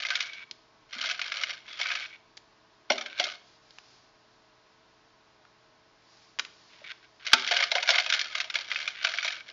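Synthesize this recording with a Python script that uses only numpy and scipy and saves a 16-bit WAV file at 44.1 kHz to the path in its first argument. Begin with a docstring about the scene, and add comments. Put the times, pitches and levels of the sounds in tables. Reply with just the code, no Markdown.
"""A quiet, humming room; a small desk microphone stands close to a thin plastic tub of small plastic cubes.
First the cubes are shaken and stirred: each knock rings the tub's base and wall and clacks the cube,
and between knocks they jostle and slide. Then the tub is set down, cubes and a pen are put on the desk,
and hands and paper brush over it. Two cubes drop back into the tub; the hardest hit, at 7.3 s,
opens a last two seconds of rattling."""
import sys
import numpy as np
from scipy import signal
from scipy.fft import rfft, irfft
from scipy.io import wavfile

SR = 44100
rng = np.random.default_rng(int(sys.argv[2]) if len(sys.argv) > 2 else 0)


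def generate_wav(sig):
    """Save sig (samples, or channels by samples) to the path in sys.argv[1] as 16-bit PCM at SR."""
    pcm = np.round(np.clip(np.atleast_2d(sig).T, -1, 1) * 32767).astype(np.int16)
    wavfile.write(sys.argv[1], SR, pcm)


N = 419832
TIME = np.arange(N) / SR

# spectrum of the room tone: (frequency [Hz], relative density [dB])
ROOM_TONE = [(15, -46), (25, -2), (86, -12.5), (124, -11.5), (380, -10), (438, -20), (518, -15.5),
             (627, -8.5), (759, -11), (1090, -6.5), (1380, -21), (1480, -11.5), (2220, -17), (5120, -18.5),
             (7500, -33), (9750, -82), (16500, -120)]
# mains hum and fan tones: (frequency [Hz], level [dB])
HUM_TONES = [(120, -77.5), (323, -79.5), (438, -75), (640, -75.5), (1287, -76.5), (1443, -79.5)]
# hands and paper sliding over the desk: (time [s], level [dB])
PAPER_LEVELS = [(3.35, -82), (3.48, -61), (3.6, -70), (3.74, -63), (3.92, -60.5), (4.15, -74), (5.9, -82.5),
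                (6.12, -62), (6.26, -62.5), (6.36, -68), (6.62, -61), (6.8, -63), (7.1, -70)]
# cubes and pen touching the desk: (time [s], level [dB], brightest pitch [Hz], its width [octaves])
DESK_TAPS = [(0.5115, -34.5, 4460, 1.2), (2.3697, -47, 5270, 0.8), (2.3747, -42.5, 4640, 2),
             (3.707, -51, 4437, 0.67), (3.785, -42.5, 1950, 8.4), (5.451, -53, 1300, 1.3),
             (6.388, -30, 3220, 5.1), (6.3947, -23, 4500, 2.4), (6.398, -31, 1550, 0.81),
             (6.4492, -38, 1950, 4.2)]
# modes of the whole tub, its base, its wall, and a cube against it: (frequency [Hz], level [dB], t60 [s])
TUB_MODES = [(238, -1.5, 0.1), (295, -12, 0.049), (405, -6.5, 0.067), (586, 11.5, 0.056), (668, 3.5, 0.13),
             (815, 6, 0.013), (893.9, 8, 0.09), (1330, -7, 0.11), (1550, -2.5, 0.038)]
BASE_MODES = [(555.5, -10.5, 0.11), (599, -11.5, 0.037), (652, -2, 0.081), (711, -4, 0.14),
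              (964, -3, 0.079)]
WALL_MODES = [(1241, -6, 0.045), (1444, -7.5, 0.053), (1551, 0, 0.028), (1699, -3.5, 0.03),
              (2150, 7.5, 0.022), (2288, 1.5, .04), (2373, -4.5, 0.028), (2510, -4, 0.06)]
CUBE_MODES = [(2940, -2.5, 0.017), (3220, 1.5, 0.017), (3535, -1, 0.013), (3900, -6.5, .016),
              (4447, -9, 0.03), (5376, -6.5, 0.013), (5770, -11, 0.045), (7340, -23.5, 0.0067)]
# blows that move the whole tub: (time [s], level [dB], driven pitch [Hz])
TUB_THUMPS = [(.961, -51.5, 239), (2.9025, -24, 640), (2.902, -36.5, 392), (2.903, -38.5, 257),
              (3.197, -35.5, 635), (3.198, -46.5, 333.6), (3.268, -41.5, 662), (6.816, -52, 660),
              (7.3325, -25.5, 900), (7.3335, -16.5, 1560), (7.335, -40.5, 257), (7.334, -37.5, 415)]
# a cube skidding, or a hand scraping, along the tub: (start [s], end [s], level [dB], driven pitch [Hz],
# scratch gain [dB])
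TUB_SCRAPES = [(0.103, 0.133, -34.5, 1550, -22.5), (0.199, 0.441, -45.5, 2220, -21),
               (1.677, 1.807, -49, 3200, -15), (1.81, 2.063, -39.5, 2250, -18),
               (2.103, 2.164, -50.5, 2300, -22), (3.015, 3.203, -47.5, 1960, -19),
               (6.697, 6.86, -59.5, 2900, -6), (6.841, 6.905, -46.5, 2200, -11),
               (6.893, 6.923, -42.5, 1900, -11), (7.026, 7.055, -59, 1900, -14),
               (7.197, 7.272, -52.5, 1800, -8.5), (8.949, 9.036, -43, 2128, -11),
               (9.322, 9.412, -47.5, 2100, -20)]
# wall resonances that a skid excites: (frequency [Hz], width [Hz], gain [dB])
SKID_RESONANCES = [(1580, 64, 7.5), (2263, 65, -1.5), (3370, 83, 1.5), (4040, 230, -10.5), (4930, 370, -3)]
# each shake, stir or drop sets the cubes tumbling: (start [s], length [s], level [dB])
CUBE_TUMBLES = [(0.0, 0.22, -38.5), (0.935, 0.093, -40.5), (1.026, 0.079, -34.5), (1.219, 0.049, -40.5),
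                (1.335, 0.077, -37), (1.467, 0.039, -39.5), (1.662, 0.13, -51), (1.79, 0.22, -40.5),
                (2.921, 0.078, -46), (3.192, 0.079, -37.5), (7.269, 0.21, -39), (7.489, .14, -29.5),
                (7.72, .15, -41.5), (7.871, 0.12, -32), (8.1, 0.11, -33), (8.244, 0.095, -45),
                (8.38, 0.013, -37.5), (8.541, 0.056, -40.5), (8.691, .2, -41), (9.04, 0.049, -36),
                (9.151, .18, -39.5), (9.48, 0.0099, -47)]
# loudest hits of a cube on the tub, before each part's trim in knocks():
# (time [s], wall level [dB], clack relative to wall [dB], base relative to wall [dB])
CUBE_KNOCKS = [(0.050, -26.5, -20, -27), (0.104, -27.5, 0, -16.5), (0.154, -28, 4.5, -21),
               (0.205, -28, 1.5, -27), (0.333, -46, 5.5, -21), (1.013, -39, 11, -14.5),
               (1.048, -45, 7, -18), (1.098, -27.5, -5, -33), (1.111, -30, 1.5, -26),
               (1.193, -30.5, -4.5, -24.5), (1.215, -27.5, -2.5, -18), (1.319, -28, -5.5, -19.5),
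               (1.435, -24, -3.5, -36), (1.681, -46, -7, -11), (1.799, -35.5, 2.5, -2),
               (1.813, -28, 0, -34), (1.857, -27.5, -16, -31), (1.886, -39, 2, -21), (1.902, -28, -11, -16),
               (1.916, -28, -3.5, -29), (1.953, -30.5, -3, -24), (2.902, -20.5, -2, 0.5),
               (2.919, -32, 6, -17), (2.980, -32, 0.5, -17), (3.011, -34.5, 1.5, -31),
               (3.06, -38, 1, -10.5), (3.198, -26, 4.5, -3.5), (3.24, -35, 9.5, -12),
               (7.266, -31, -0.5, -23.5), (7.3326, -13, 2.5, -18), (7.475, -31, 3, -22),
               (7.511, -28, 4, 1.5), (7.605, -25.5, -4.5, -4.5), (7.628, -22, -13, -29),
               (7.716, -24.5, 1.5, -9.5), (7.753, -22.5, 0.5, -3.5), (7.782, -24.5, -8.5, -27.5),
               (7.828, -29, 1.5, -7), (7.89, -17.5, -2.5, -6.5), (7.904, -20.5, 3, -7.5),
               (7.944, -22, -15, -16.5), (7.956, -24, -0.5, -15), (7.984, -18.5, -4.5, -13.5),
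               (8.062, -29, 0, -11), (8.124, -23, -0.5, -33), (8.137, -26.5, 4, -21.5),
               (8.193, -32, 5.5, -28), (8.3515, -26.5, -1, -19.5), (8.402, -28.5, 0.5, -14.5),
               (8.443, -43.5, 5.5, -4), (8.50, -33.5, 1, -17.5), (8.5545, -23.5, -0.5, -17.5),
               (8.715, -25.5, -6.5, -23.5), (8.7585, -25, -13.5, -30), (8.801, -32.5, -2.5, -29),
               (8.8765, -26, -2.5, -24), (9.047, -20, -1.5, -12), (9.07, -26.5, -8.5, -19),
               (9.138, -29, -8.5, -17.5), (9.185, -24, -13, -35), (9.228, -28.5, -5.5, -35),
               (9.246, -29, 0.5, -9.5), (9.279, -27, -2, -26)]


def amp(db):
    """Decibels to gain."""
    return 10 ** (np.asarray(db) / 20)


def band(x, lo_hz, hi_hz, order=2):
    """Band-pass filter."""
    return signal.sosfilt(signal.butter(order, [lo_hz, hi_hz], "band", fs=SR, output="sos"), x)


def unit(hits):
    """Scales each hit to rms 1 over its first five milliseconds."""
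    return hits / np.sqrt(np.mean(hits[..., :SR // 200] ** 2, axis=-1, keepdims=True))


def fade(t60_s, size):
    """Exponential decay, 60 dB in t60_s."""
    return np.exp(-np.log(1000) * TIME[:size] / t60_s)


def ringing(modes, size):
    """One damped sine for each mode."""
    t = TIME[:size]
    return np.array([amp(db) * fade(t60, size) * np.sin(2 * np.pi * hz * t) for hz, db, t60 in modes])


def coloured(points, size):
    """Noise of rms 1, its spectrum drawn through (frequency [Hz], level [dB]) points."""
    hz, db = np.transpose(points)
    bins = np.maximum(np.fft.rfftfreq(size, 1 / SR), 1)
    gain = amp(np.interp(np.log(bins), np.log(hz), db))
    noise = irfft(rfft(rng.standard_normal(size)) * gain, size)
    return noise / noise.std()


def place(times, levels_db, hits):
    """Lays hits on the time line."""
    out = np.zeros(N + SR)
    for s, db, hit in zip(times, levels_db, hits):
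        start = int(np.clip(s * SR, 0, N))
        out[start:start + len(hit)] += amp(db) * hit
    return out[:N]


def room_tone(air_db=-62.5, waver=0.88):
    """The bed under everything: ventilation noise with slightly wavering mains hum and fan tones."""
    out = amp(air_db) * coloured(ROOM_TONE, N)
    knots = np.linspace(0, N / SR, 120)
    mains_hz = HUM_TONES[0][0]
    for hz, db in HUM_TONES:
        drift = np.interp(TIME, knots, np.cumsum(rng.standard_normal(len(knots))))
        phase = 2 * np.pi * hz * TIME + waver * hz / mains_hz * drift
        out += np.sqrt(2) * amp(db) * np.sin(phase)
    return out


def room_reverb(direct, t60_s=0.52, wet_db=-14, build_s=0.00093, size=26000):
    """A small furnished room: at this close distance its short, dense tail lies under the direct sound."""
    tail = coloured([(100, -6.0), (300, 15.5), (1500, 0.0), (7000, 1.5)], size) * fade(t60_s, size)
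    tail *= np.clip(TIME[:size] / build_s - .5, 0, 1)
    return direct + amp(wet_db) * signal.fftconvolve(direct, tail / np.linalg.norm(tail))[:N]


def paper_slides(grain_db=1.0):
    """Skin and paper rub over the desk with a soft, grainy hiss."""
    grain = np.interp(TIME, np.linspace(0, N / SR, 900), rng.standard_normal(900))
    hiss = coloured([(300, -17), (1200, -10), (3000, -9), (5000, -3), (7000, -15.5), (9000, -26.5)], N)
    level_db = np.interp(TIME, *np.transpose(PAPER_LEVELS))
    return hiss * amp(level_db + grain_db * grain)


def desk_taps(t60_s=0.015, chatter_db=-23, chatter_t60_s=0.1, wood_db=-19, wood_t60_s=0.013, size=4000):
    """A cube or pen clicks on the wooden desk, knocks it dully and chatters faintly as it settles."""
    s, db, _, _ = np.transpose(DESK_TAPS)
    grid_hz = np.geomspace(100, 8000, 30)
    envelope = fade(t60_s, size) + amp(chatter_db) * fade(chatter_t60_s, size)
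    hits = []
    for _, _, hz, octaves in DESK_TAPS:
        emphasis_db = -20 * np.log10(1 + (2 * np.log2(grid_hz / hz) / octaves) ** 2)
        noise = coloured(np.column_stack([grid_hz, emphasis_db]), size)
        click = unit(band(noise * envelope, 860, 4660))
        wood = unit(band(rng.standard_normal(size) * fade(wood_t60_s, size), 210, 1000))
        hits.append(click + amp(wood_db) * wood)
    return place(s, db, hits)


def tub_thumps(reach_octaves=0.3, thud_db=-5, thud_t60_s=0.029, size=12000):
    """The tub is gripped, set down or hit hard: a dull thud, and modes near the driven pitch ring on."""
    s, db, driven_hz = np.transpose(TUB_THUMPS)
    octaves = np.log2(np.array(TUB_MODES)[:, 0] / driven_hz[:, None])
    weights = np.exp(-(octaves / reach_octaves) ** 2) * (-1) ** np.arange(len(TUB_MODES))
    rings = unit(weights @ ringing(TUB_MODES, size))
    envelope = fade(thud_t60_s, size)
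    thuds = np.array([band(rng.standard_normal(size) * envelope, hz / 1.154, hz * 1.47)
                      for hz in driven_hz])
    return place(s, db, unit(rings + amp(thud_db) * unit(thuds)))


def skids(slips_per_second=1300, scatter_db=5.0, reach_octaves=0.17):
    """A cube or a gripping hand sticks and slips along the tub: a run of tiny uneven jerks keeps a few wall
    resonances ringing."""
    runs = []
    for start, end, _, driven_hz, scratch_db in TUB_SCRAPES:
        t = TIME[:int((end - start + .02) * SR)]
        slips = (rng.random(len(t)) < slips_per_second / SR) * (t < end - start)
        jerks = slips * amp(scatter_db * rng.standard_normal(len(t)))
        run = amp(scratch_db) * band(jerks, 1400, 3700)
        for hz, width, db in SKID_RESONANCES:
            weight = amp(db) / (1 + (np.log2(hz / driven_hz) / reach_octaves) ** 2)
            run += weight * signal.lfilter(*signal.iirpeak(hz, hz / width, fs=SR), jerks)
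        run = band(run, 1300, 5100)
        runs.append(run / run.std())
    start, _, db, _, _ = np.transpose(TUB_SCRAPES)
    return place(start, db, runs)


def struck(count, modes, lo_hz, hi_hz, crack_db, crack_t60_s, detune=0.023, spread_s=0.0007, size=2600):
    """Plastic hit on a new spot each time: a new mix of modes, plus a crack of many short-lived ones."""
    t = TIME[:size]
    rings = rng.standard_normal((count, len(modes))) @ ringing(modes, size)
    # the grip and the resting cubes load the thin plastic, so its pitch shifts from hit to hit
    pitch_ratios = 1 + detune * rng.standard_normal(count)
    rings = np.array([np.interp(t * ratio, t, ring) for ratio, ring in zip(pitch_ratios, rings)])
    cracks = rng.standard_normal((count, size)) * fade(crack_t60_s, size)
    # bending waves need a moment to spread round the wall
    rise = 1 - np.exp(-t / spread_s)
    rings = unit(band(rings * rise, lo_hz, hi_hz))
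    cracks = unit(band(cracks * rise, lo_hz, hi_hz, order=3))
    return unit(rings + amp(crack_db) * cracks)


def tumbling(at, start_db_per_s=595, settle_db_per_s=214.5):
    """Level of the cubes' motion in dB: each tumble gets going quickly, holds and settles more slowly."""
    start, length, db = np.transpose(CUBE_TUMBLES)[:, :, None]
    before_s = np.maximum(start - at, 0)
    after_s = np.maximum(at - start - length, 0)
    return np.max(db - start_db_per_s * before_s - settle_db_per_s * after_s, axis=0)


def jostle(per_second=210, scatter_db=5.0, clack_scatter_db=3.0, still_db=-68):
    """Dense light contacts of uneven strength as the cubes tumble over the plastic."""
    slots = np.arange(N / SR * per_second)
    late, strength, corner = rng.standard_normal((len(slots), 3)).T
    s = (slots + .35 * late) / per_second
    motion_db = tumbling(s)
    moving = motion_db > still_db
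    # some contacts barely graze, and none outdoes the motion of the tub by much
    db = (motion_db + scatter_db * np.minimum(strength, 1.2))[moving]
    s, clack_db = s[moving], clack_scatter_db * corner[moving]
    # contacts harder than a middling -30.5 dB reach the base more
    base_db = -23.5 + 0.04 * (db + 30.5)
    wall = struck(len(s), WALL_MODES, 1124, 2200, crack_db=-13, crack_t60_s=0.032, size=1700)
    cube = struck(len(s), CUBE_MODES, 2110, 5080, crack_db=0.5, crack_t60_s=0.025, size=1700)
    base = struck(len(s), BASE_MODES, 514, 996, crack_db=1.0, crack_t60_s=0.026, size=1700)
    return place(s, db - 4, wall) + place(s, db + clack_db - 2, cube) + place(s, db + base_db, base)


def rebound(hits, shortest_s, longest_s, db):
    """A cube lands on a corner and falls flat a moment later: each hit gets a second, weaker contact."""
    t = TIME[:hits.shape[1]]
    lags = shortest_s + (longest_s - shortest_s) * rng.random(len(hits))
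    delayed = np.array([np.interp(t - lag, t, hit, left=0) for lag, hit in zip(lags, hits)])
    return hits + amp(db) * delayed


def knocks(graze_s=.0025, graze_db=-13, follow_s=0.008, follow_db=-11, clatter_db_per_db=1.4):
    """The foreground, close to the microphone: a hit rings wall and hollow base and clacks the cube."""
    s, db, clack_db, base_db = np.transpose(CUBE_KNOCKS)
    early, late = .5 + rng.random((len(s), 2)).T
    # a flat face lands clean; a corner grazes first and clatters after
    clatter_db = db + clatter_db_per_db * np.minimum(clack_db, 0)
    s = np.r_[s - graze_s * early, s, s + follow_s * late]
    db = np.r_[clatter_db + graze_db, db, clatter_db + follow_db]
    clack_db, base_db = np.tile(clack_db, 3), np.tile(base_db, 3)
    wall = struck(len(s), WALL_MODES, 1256, 3500, crack_db=-6.5, crack_t60_s=0.045, spread_s=0.00024)
    cube = struck(len(s), CUBE_MODES, 2400, 5450, crack_db=-2.5, crack_t60_s=0.041, spread_s=0.00032)
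    base = struck(len(s), BASE_MODES, 556, 980, crack_db=-2, crack_t60_s=0.049)
    wall = unit(rebound(wall, shortest_s=0.001566, longest_s=0.003903, db=-13.0))
    cube = unit(rebound(cube, shortest_s=0.00154, longest_s=0.0055, db=-14))
    return (place(s, db + 0.14, wall)
            + place(s, db + clack_db + .3, cube)
            + place(s, db + base_db - 6.0, base))


def scene():
    """What reaches the microphone, in mono: tub and desk with their reverb, paper and room tone."""
    contacts = knocks() + jostle() + skids() + tub_thumps() + desk_taps()
    return (room_reverb(contacts) + paper_slides() + room_tone())[None]


def record(dry, mic_top_hz=7118, full_scale=.78, low_cut_hz=90, top_hz=16000):
    """A narrow-band desk microphone whose amplifier overloads on the hardest hit and thins the bass."""
    heard = signal.sosfilt(signal.cheby1(11, .5, mic_top_hz, fs=SR, output="sos"), dry)
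    clipped = heard / (1 + (heard / full_scale) ** 8) ** (1 / 8)
    thinned = signal.sosfilt(signal.butter(1, low_cut_hz, "high", fs=SR, output="sos"), clipped)
    return signal.sosfilt(signal.ellip(8, .2, 70, top_hz, fs=SR, output="sos"), thinned)


dry = scene()
out = record(dry)
generate_wav(out)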